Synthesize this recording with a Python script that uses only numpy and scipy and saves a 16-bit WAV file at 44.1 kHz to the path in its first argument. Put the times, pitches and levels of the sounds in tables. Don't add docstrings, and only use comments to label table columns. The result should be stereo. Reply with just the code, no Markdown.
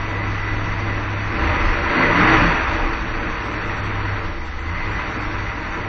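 import sys
import numpy as np
from scipy import signal
from scipy.fft import rfft, irfft, dct, next_fast_len
from scipy.io import wavfile
from scipy.ndimage import uniform_filter1d, map_coordinates

SR = 44100
rng = np.random.default_rng(int(sys.argv[2]) if len(sys.argv) > 2 else 0)


def amp(db):
    return 10 ** (np.asarray(db, float) / 20)


def write(x):
    x = np.atleast_2d(x).T
    wavfile.write(sys.argv[1], SR, np.round(np.clip(x, -1, 1) * 32767).astype(np.int16))


N = 259308
CYLINDERS = 8
BLADES = 13.33
IDLE_HZ, IDLE_DB = 101, -28.5


def unit(x):
    return x / np.sqrt(np.mean(x ** 2) + 1e-20)


def along(points, hz):
    f, v = np.transpose(points)
    return np.interp(np.log(hz + 1), np.log(f + 1), v)


def curves(rows):
    s, *cols = np.transpose(rows)
    return [np.interp(np.arange(N) / SR, s, c) for c in cols]


def wobble(rate):
    return map_coordinates(rng.standard_normal(400), [np.arange(N) * rate / SR])


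def swells(rows):
    t = np.arange(N) / SR
    return sum(db * np.exp(-((t - s) / half) ** 2) for s, half, db in rows)


def filtered(x, response):
    m = next_fast_len(N + SR // 2)
    hz = np.fft.rfftfreq(m, 1 / SR) + 1e-3
    return irfft(rfft(x, m) * response(hz), m)[..., :N]


def resonant_noise(centre_hz, width_hz, power):
    peak = lambda hz: 1 / (1 + ((hz - centre_hz) / width_hz) ** power)
    return unit(filtered(rng.standard_normal(N), peak))


def orders(cycle, table, unsteady_db, drift, rate):
    total = 0
    for multiple, db in table:
        level = amp(db + unsteady_db * wobble(rate))
        phase = drift * wobble(rate) + 2 * np.pi * rng.random()
        total = total + level * np.sin(multiple * cycle + phase)
    return total


# time_s, firing_hz, roar_db
THROTTLE = [(0, 101, -28.5), (1.3, 101.6, -28), (1.47, 127.7, -22), (1.63, 144.3, -22.5),
            (1.82, 120.5, -23.5), (2.0, 158.4, -18), (2.1, 162.6, -19.5), (2.22, 182.8, -16),
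            (2.32, 196, -14.5), (2.47, 170.1, -18), (2.63, 132.1, -21.5), (2.76, 128.4, -24),
            (3.02, 108.8, -27.5), (3.4, 103.4, -27.5), (4.18, 99.44, -28), (4.4, 74.04, -34.5),
            (4.62, 76.2, -33.5), (4.74, 90.36, -30.5), (5.0, 107, -27), (5.3, 98.6, -29),
            (5.88, 95.74, -29.5)]


def throttle():
    firing_hz, roar_db = curves(THROTTLE)
    cycle = 2 * np.pi * np.cumsum(firing_hz) / SR / CYLINDERS
    speed_db = 20 * np.log10(firing_hz / IDLE_HZ)
    swell_db = roar_db - IDLE_DB
    load_db = np.minimum(swell_db - 2.51 * speed_db, 1)
    return cycle, firing_hz, swell_db, load_db


def garage(x):
    t = np.arange(SR // 3) / SR
    tail = rng.standard_normal(len(t)) * amp(-60 * t / .3) * (t > .004)
    padded = np.pad(x, (len(t), 0), mode="reflect")
    answer = signal.fftconvolve(padded, tail / np.linalg.norm(tail))[len(t):][:N]
    return (x + amp(-17) * answer) / np.hypot(1, amp(-17))


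# centre_hz, width_hz, level_db
BAY_PANELS = [(322, 30, 3), (445, 35, 2), (477, 40, 2), (592, 28, 3), (700, 20, 2), (798, 40, 3),
              (935, 18, 4.5), (975, 14, 2), (1003, 20, 3.5), (1145, 30, 2), (1240, 30, 1.5), (1320, 35, 3),
              (1390, 30, 1.5), (1525, 30, 1.5), (1868, 45, 2), (3250, 70, 3), (3370, 50, 2), (3640, 80, 2),
              (4480, 90, 3)]


def bay(hz):
    return amp(sum(db / (1 + (2 * (hz - centre) / width) ** 2) for centre, width, db in BAY_PANELS))


def rush(spectrum, patchy_db):
    z = signal.stft(rng.standard_normal(N), nperseg=512)[2]
    field = uniform_filter1d(rng.standard_normal(z.shape), size=5, axis=0)
    field = uniform_filter1d(field, size=12, axis=1)
    patchy = signal.istft(z * amp(patchy_db * unit(field)), nperseg=512)[1][:N]
    return unit(filtered(patchy, lambda hz: amp(along(spectrum, hz)) * bay(hz)))


# centre_s, half_length_s, level_db
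HOOTS = [
    (4.25, .07, 19),
    (4.75, .07, 14),
    (5.0, .1, 8),
]


def room_hoot():
    return amp(-53 + swells(HOOTS)) * resonant_noise(centre_hz=171.6, width_hz=7, power=2)


# centre_s, half_length_s, level_db
BUZZES = [
    (1.8, 0.14, 4),
    (2.3, 0.11, 24),
    (2.8, 0.1, 17.5),
]


def panel_buzz():
    return amp(-50 + swells(BUZZES)) * resonant_noise(centre_hz=790, width_hz=78, power=2)


# centre_hz, width_hz, level_db
HOUSING = [
    (1984, 7, 0),
    (2050, 12, -6),
]
# centre_s, half_length_s, level_db
GULPS = [(.4, 0.98, 6.5), (1.52, 0.11, 5.5), (2.04, 0.22, 14), (2.56, 0.061, -1), (2.8, 0.028, 8),
         (4.8, 0.16, 8), (5.45, 0.17, 4.5)]


def air_cleaner(cycle, swell_db):
    suction = amp(0.81 * np.sin(cycle)) * rng.standard_normal(N)
    housing = lambda f: sum(amp(db) * 1j * f * w / (c * c - f * f + 1j * f * w) for c, w, db in HOUSING)
    level_db = -42 + 0.47 * swell_db + swells(GULPS) + 1.6 * wobble(4.7)
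    return amp(level_db) * unit(filtered(suction, housing))


# frequency_hz, density_db
BOOM = [(62, -44.5), (105, -5.5), (151, -12), (226, -9), (296, -5.5), (336, -5.5), (399, -14), (449, -9),
        (519, -14.5), (584, -9.5), (647, -15.5), (800, -16.5), (1040, -41.5), (1760, -120)]
# frequency_hz, density_db
ROAR = [(410, -35.5), (700, -16), (803, -3.5), (876, -3.5), (962, 1), (1300, 0), (1710, -0.5), (2040, -1),
        (2240, -4.5), (2540, -4), (3100, -18.5), (4030, -28), (4700, -40), (6820, -120)]
# frequency_hz, density_db
HISS = [(1710, -33), (2900, -2.5), (3130, -9), (3710, -6), (4020, -10), (4230, -11), (4420, -5.5),
        (4580, -7), (5140, -25.5), (5380, -15), (5770, -10.5), (6130, -15.5), (6400, -23), (6660, -60),
        (7510, -68), (16500, -120)]


def rushing_air(cycle, swell_db):
    chopped = 1 + .08 * np.sin(BLADES * cycle) + .13 * np.sin(CYLINDERS * cycle) + .08 * np.sin(3 * cycle)
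    valves = 1 + 0.13 * np.sin(cycle) + 0.044 * np.sin(3 * cycle)
    roar = amp(swell_db + 0.12 * wobble(7.1)) * chopped * rush(ROAR, patchy_db=0.5)
    boom = amp(-4 + 0.95 * swell_db + 0.82 * wobble(5)) * rush(BOOM, patchy_db=1.5)
    drawn = amp(-16 + 0.85 * swell_db + 0.3 * wobble(4.6))
    steady = amp(-24)
    hiss = np.hypot(drawn, steady) * valves * rush(HISS, patchy_db=0.9)
    return amp(IDLE_DB) * (roar + boom + hiss)


def air(cycle, swell_db):
    return rushing_air(cycle, swell_db) + air_cleaner(cycle, swell_db) + panel_buzz() + room_hoot()


# multiple_of_cycle, idle_level_db
PULLEYS = [
    (9.6, -40),
    (16, -45.5),
    (19, -54.5),
    (22, -50),
    (24, -41),
]


def pulley_hum(cycle, firing_hz, load_db):
    level_db = -22 * np.abs(np.log2(firing_hz / 105)) + 0.5 * load_db
    return amp(level_db) * orders(cycle, PULLEYS, unsteady_db=3.5, drift=0.43, rate=9)


# frequency_hz, level_db
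SHROUD = [(125, -56), (168, -43.5), (215, -50.5), (240, -46), (258, -34), (280, -30.5), (305, -25),
          (330, -22)]
# centre_s, half_length_s, level_db
FLUTTERS = [(1.44, .08, -10), (1.95, .05, 4.5), (2.3, 0.07, 2), (2.09, 0.059, -6), (2.53, 0.08, -13),
            (3.95, 0.1, -0.5), (4.25, 0.13, -11), (5.02, .15, -2), (5.4, 0.37, -3.5)]


def fan_blades(cycle, firing_hz, load_db):
    fan_db = along(SHROUD, firing_hz * BLADES / CYLINDERS) + 1.4 * load_db + swells(FLUTTERS)
    hum = amp(fan_db + 5) * orders(cycle, [(BLADES, 0)], unsteady_db=1.2, drift=.25, rate=16)
    whine = amp(fan_db - 3) * orders(cycle, [(4 * BLADES, 0)], unsteady_db=4, drift=.7, rate=18)
    return hum + whine


# frequency_hz, density_db
RUMBLE = [(4, -9), (15, 2), (60, 0), (95, -7.5), (120, -32)]


def burn_rumble(level_db):
    return amp(level_db - 3.5) * rush(RUMBLE, patchy_db=2.5)


# multiple_of_cycle, level_db
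ROCKING = [
    (1, -4),
    (2, 3.5),
]
# centre_s, half_length_s, level_db
LURCHES = [(1.98, .06, -8), (4.65, 0.024, -7), (2.09, 0.034, 16.5), (2.36, 0.12, 14.5), (2.7, 0.049, 8),
           (2.85, 0.087, 12), (4.26, 0.054, 13), (4.45, 0.11, 10.5), (4.82, 0.075, 10), (5.08, 0.064, 0),
           (5.27, 0.071, 16)]
# centre_s, half_length_s, level_db
KICKS = [
    (1.68, 0.084, 11.5),
    (1.9, 0.039, 7.5),
    (2.38, 0.19, 0),
    (4.25, 0.067, -0.5),
]


def rocking_block(cycle, lope_db):
    lurch_db = swells(LURCHES)
    level_db = -34 + lope_db + 0.55 * lurch_db + swells(KICKS) + wobble(11.0)
    rocking = amp(level_db) * unit(orders(cycle, ROCKING, unsteady_db=3.5, drift=0.15, rate=8))
    mount_hz = 21.87
    swing = np.sin(2 * np.pi * mount_hz * np.arange(N) / SR + 0.87 * wobble(6.3))
    return rocking + amp(-39.5 + lurch_db) * swing, level_db


# multiple_of_cycle, level_db
THROB = [
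    (2.998, -3),
    (3.801, 2.5),
    (4.002, -11.5),
]
# centre_s, half_length_s, level_db
THROBS = [(.65, .36, 3), (1.45, .075, 14), (1.65, .06, 4), (1.84, .052, 6), (1.98, .06, -8), (2.36, .14, 6),
          (2.7, .1, 6), (3.0, .06, 7), (4.93, .065, 5)]


def exhaust_throb(cycle, lope_db):
    level_db = -36 + lope_db + swells(THROBS) + 1.2 * wobble(5.4)
    return amp(level_db) * unit(orders(cycle, THROB, unsteady_db=2.0, drift=0.15, rate=13)), level_db


# multiple_of_cycle, level_db
BURBLE = [
    (5, 2),
    (6, -3.5),
    (7, -11),
]
# centre_s, half_length_s, level_db
BURBLES = [(.4, .51, -1), (1.47, .09, 12), (1.66, .09, 7), (1.84, .052, 9.5), (1.98, .06, -6),
           (2.1, .052, 5), (2.34, .1, 8.5), (2.7, .22, 5), (4.2, .08, 1), (5.06, .047, 3)]


def exhaust_burble(cycle, lope_db):
    level_db = -36 + lope_db + swells(BURBLES) + 2.0 * wobble(8.7)
    return amp(level_db) * unit(orders(cycle, BURBLE, unsteady_db=-0.5, drift=0.19, rate=8))


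# frequency_hz, level_db
PIPE = [(75, -33), (90, -30.5), (101, -27.5), (112, -38.5), (128, -46), (147, -41.5), (158, -30),
        (172, -24.5), (197, -28)]
# centre_s, half_length_s, level_db
BURNING = [(4.35, 0.021, -4), (2.07, 0.067, -1.5), (2.21, 0.033, 4.5), (2.32, .06, -5), (4.52, 0.056, -1),
           (3.5, 0.5, -6), (2.46, 0.044, 5.5), (2.62, 0.064, -11), (3.02, 0.18, -2.5), (4.38, 0.055, -3.5),
           (4.71, 0.042, 3.5), (4.82, 0.025, -17), (4.92, 0.052, 3), (5.07, 0.12, -9), (5.3, 0.088, -6),
           (5.65, 0.2, -10)]


def firing_tone(cycle, firing_hz, load_db):
    firing_db = along(PIPE, firing_hz) + 2 * load_db + swells(BURNING)
    return amp(firing_db + 3) * orders(cycle, [(CYLINDERS, 0)], unsteady_db=1.8, drift=.22, rate=16)


def engine(cycle, firing_hz, swell_db, load_db):
    lope_db = 0.15 * swell_db
    driven = pulley_hum(cycle, firing_hz, load_db) + fan_blades(cycle, firing_hz, load_db)
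    rocking, rocking_db = rocking_block(cycle, lope_db)
    throb, throb_db = exhaust_throb(cycle, lope_db)
    lope = rocking + throb + exhaust_burble(cycle, lope_db) + burn_rumble((rocking_db + throb_db) / 2)
    return driven + lope + firing_tone(cycle, firing_hz, load_db)


def scene():
    cycle, firing_hz, swell_db, load_db = throttle()
    tones = engine(cycle, firing_hz, swell_db, load_db)
    return np.tile(tones + garage(air(cycle, swell_db)), (2, 1))


def quantised(bins, step, rounding):
    return step * np.trunc(bins / step + rounding * np.sign(bins))


# frequency_hz, step_db
COARSE = [(200, -73.5), (2500, -71.5), (3300, -66.5), (4200, -62), (4700, -65.5), (5200, -65), (5600, -63),
          (6300, -64), (6600, -63)]
# frequency_hz, level_db
DIFFERENCE = [(30, -36), (200, -33.5), (500, -28), (1500, -29.5), (3000, -22.5), (6000, -13)]
SPLIT = [1.227, 2.385, 3.176, 4.766, 5.0, 5.762]
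FINE_FRAMES = [1.01, 1.27, 2.2, 2.74]
# time_s, frequency_hz
STRAYS = [(.12, 7250), (.15, 6620), (2.74, 6950), (3.46, 7750), (3.54, 7620), (3.68, 7350), (3.79, 7390),
          (3.86, 7780), (4.21, 6500), (4.47, 7420), (4.61, 7330), (4.69, 6710), (4.9, 7060), (4.94, 7380),
          (5.12, 6830), (5.23, 7300), (5.37, 6400), (5.44, 6500), (5.62, 6760), (5.7, 6720), (5.77, 6760)]
HOP = 1588


def coarse_spectrum(x):
    count, h, lead = N // HOP + 3, HOP // 2, 2 * HOP - 100
    frame_at = lambda s: np.round((np.array(s) * SR + lead) / HOP).astype(int) - 1
    rise = np.cumsum(np.kaiser(HOP + 1, 4 * np.pi))
    window = np.sqrt(np.hstack([rise[:-1], rise[-2::-1]]) / rise[-1])
    padded = np.pad(np.pad(x, (0, 3 * HOP), mode="reflect"), (lead, 0))
    blocks = padded[np.arange(count)[:, None] * HOP + np.arange(2 * HOP)] * window
    a, b, c, d = np.split(blocks, 4, axis=1)
    bins = dct(np.hstack([-c[:, ::-1] - d, a - b[:, ::-1]]), type=4, norm="ortho")
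    hz = (np.arange(HOP) + .5) * SR / (2 * HOP)

    power = np.mean((bins * (hz > 300)) ** 2, axis=1, keepdims=True)
    loudness_db = 10 * np.log10(uniform_filter1d(power, size=3, axis=0) + 1e-9) + 27.2
    bands_db = np.repeat(rng.standard_normal((count, HOP // 12 + 1)), 12, axis=1)[:, :HOP]
    spare_db = -3 * np.isin(np.arange(count), frame_at(FINE_FRAMES))[:, None]
    step_db = along(COARSE, hz) + 32 + .68 * loudness_db + 1.5 * bands_db + spare_db
    mid = quantised(bins, amp(step_db), rounding=.36) * (hz < 6500)
    s, stray_hz = np.transpose(STRAYS)
    mid[frame_at(s), (stray_hz * 2 * HOP / SR).astype(int)] = amp(-35)

    error = amp(along(DIFFERENCE, hz)) * np.sqrt(np.abs(uniform_filter1d(mid ** 2, size=15, axis=1))) + 1e-9
    joint = ~np.isin(np.arange(count), frame_at(SPLIT))[:, None]
    chance = rng.standard_normal(bins.shape)
    sparse = 2.2 * quantised(chance, 2.35 + hz / 22000, rounding=0)
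    side = error * np.where(joint & (hz > 120), sparse, np.where(joint, .7, 2.2) * chance)

    u = dct(np.array([.993 * mid + side, mid - side]), type=4, norm="ortho")
    unfolded = [u[..., h:], -u[..., :h - 1:-1], -u[..., h - 1::-1], -u[..., :h]]
    frames = np.concatenate(unfolded, axis=2) * window
    out = frames[:, 1:, :HOP] + frames[:, :-1, HOP:]
    return out.reshape(2, -1)[:, lead - HOP:][:, :N]


def roll_off(x):
    return signal.sosfilt(signal.butter(12, 7800, fs=SR, output="sos"), x)


def record(dry):
    rounded = dry[0] / (1 + np.abs(dry[0] / 1.02) ** 4) ** (1 / 4)
    return roll_off(coarse_spectrum(rounded))


dry = scene()
out = record(dry)
write(out)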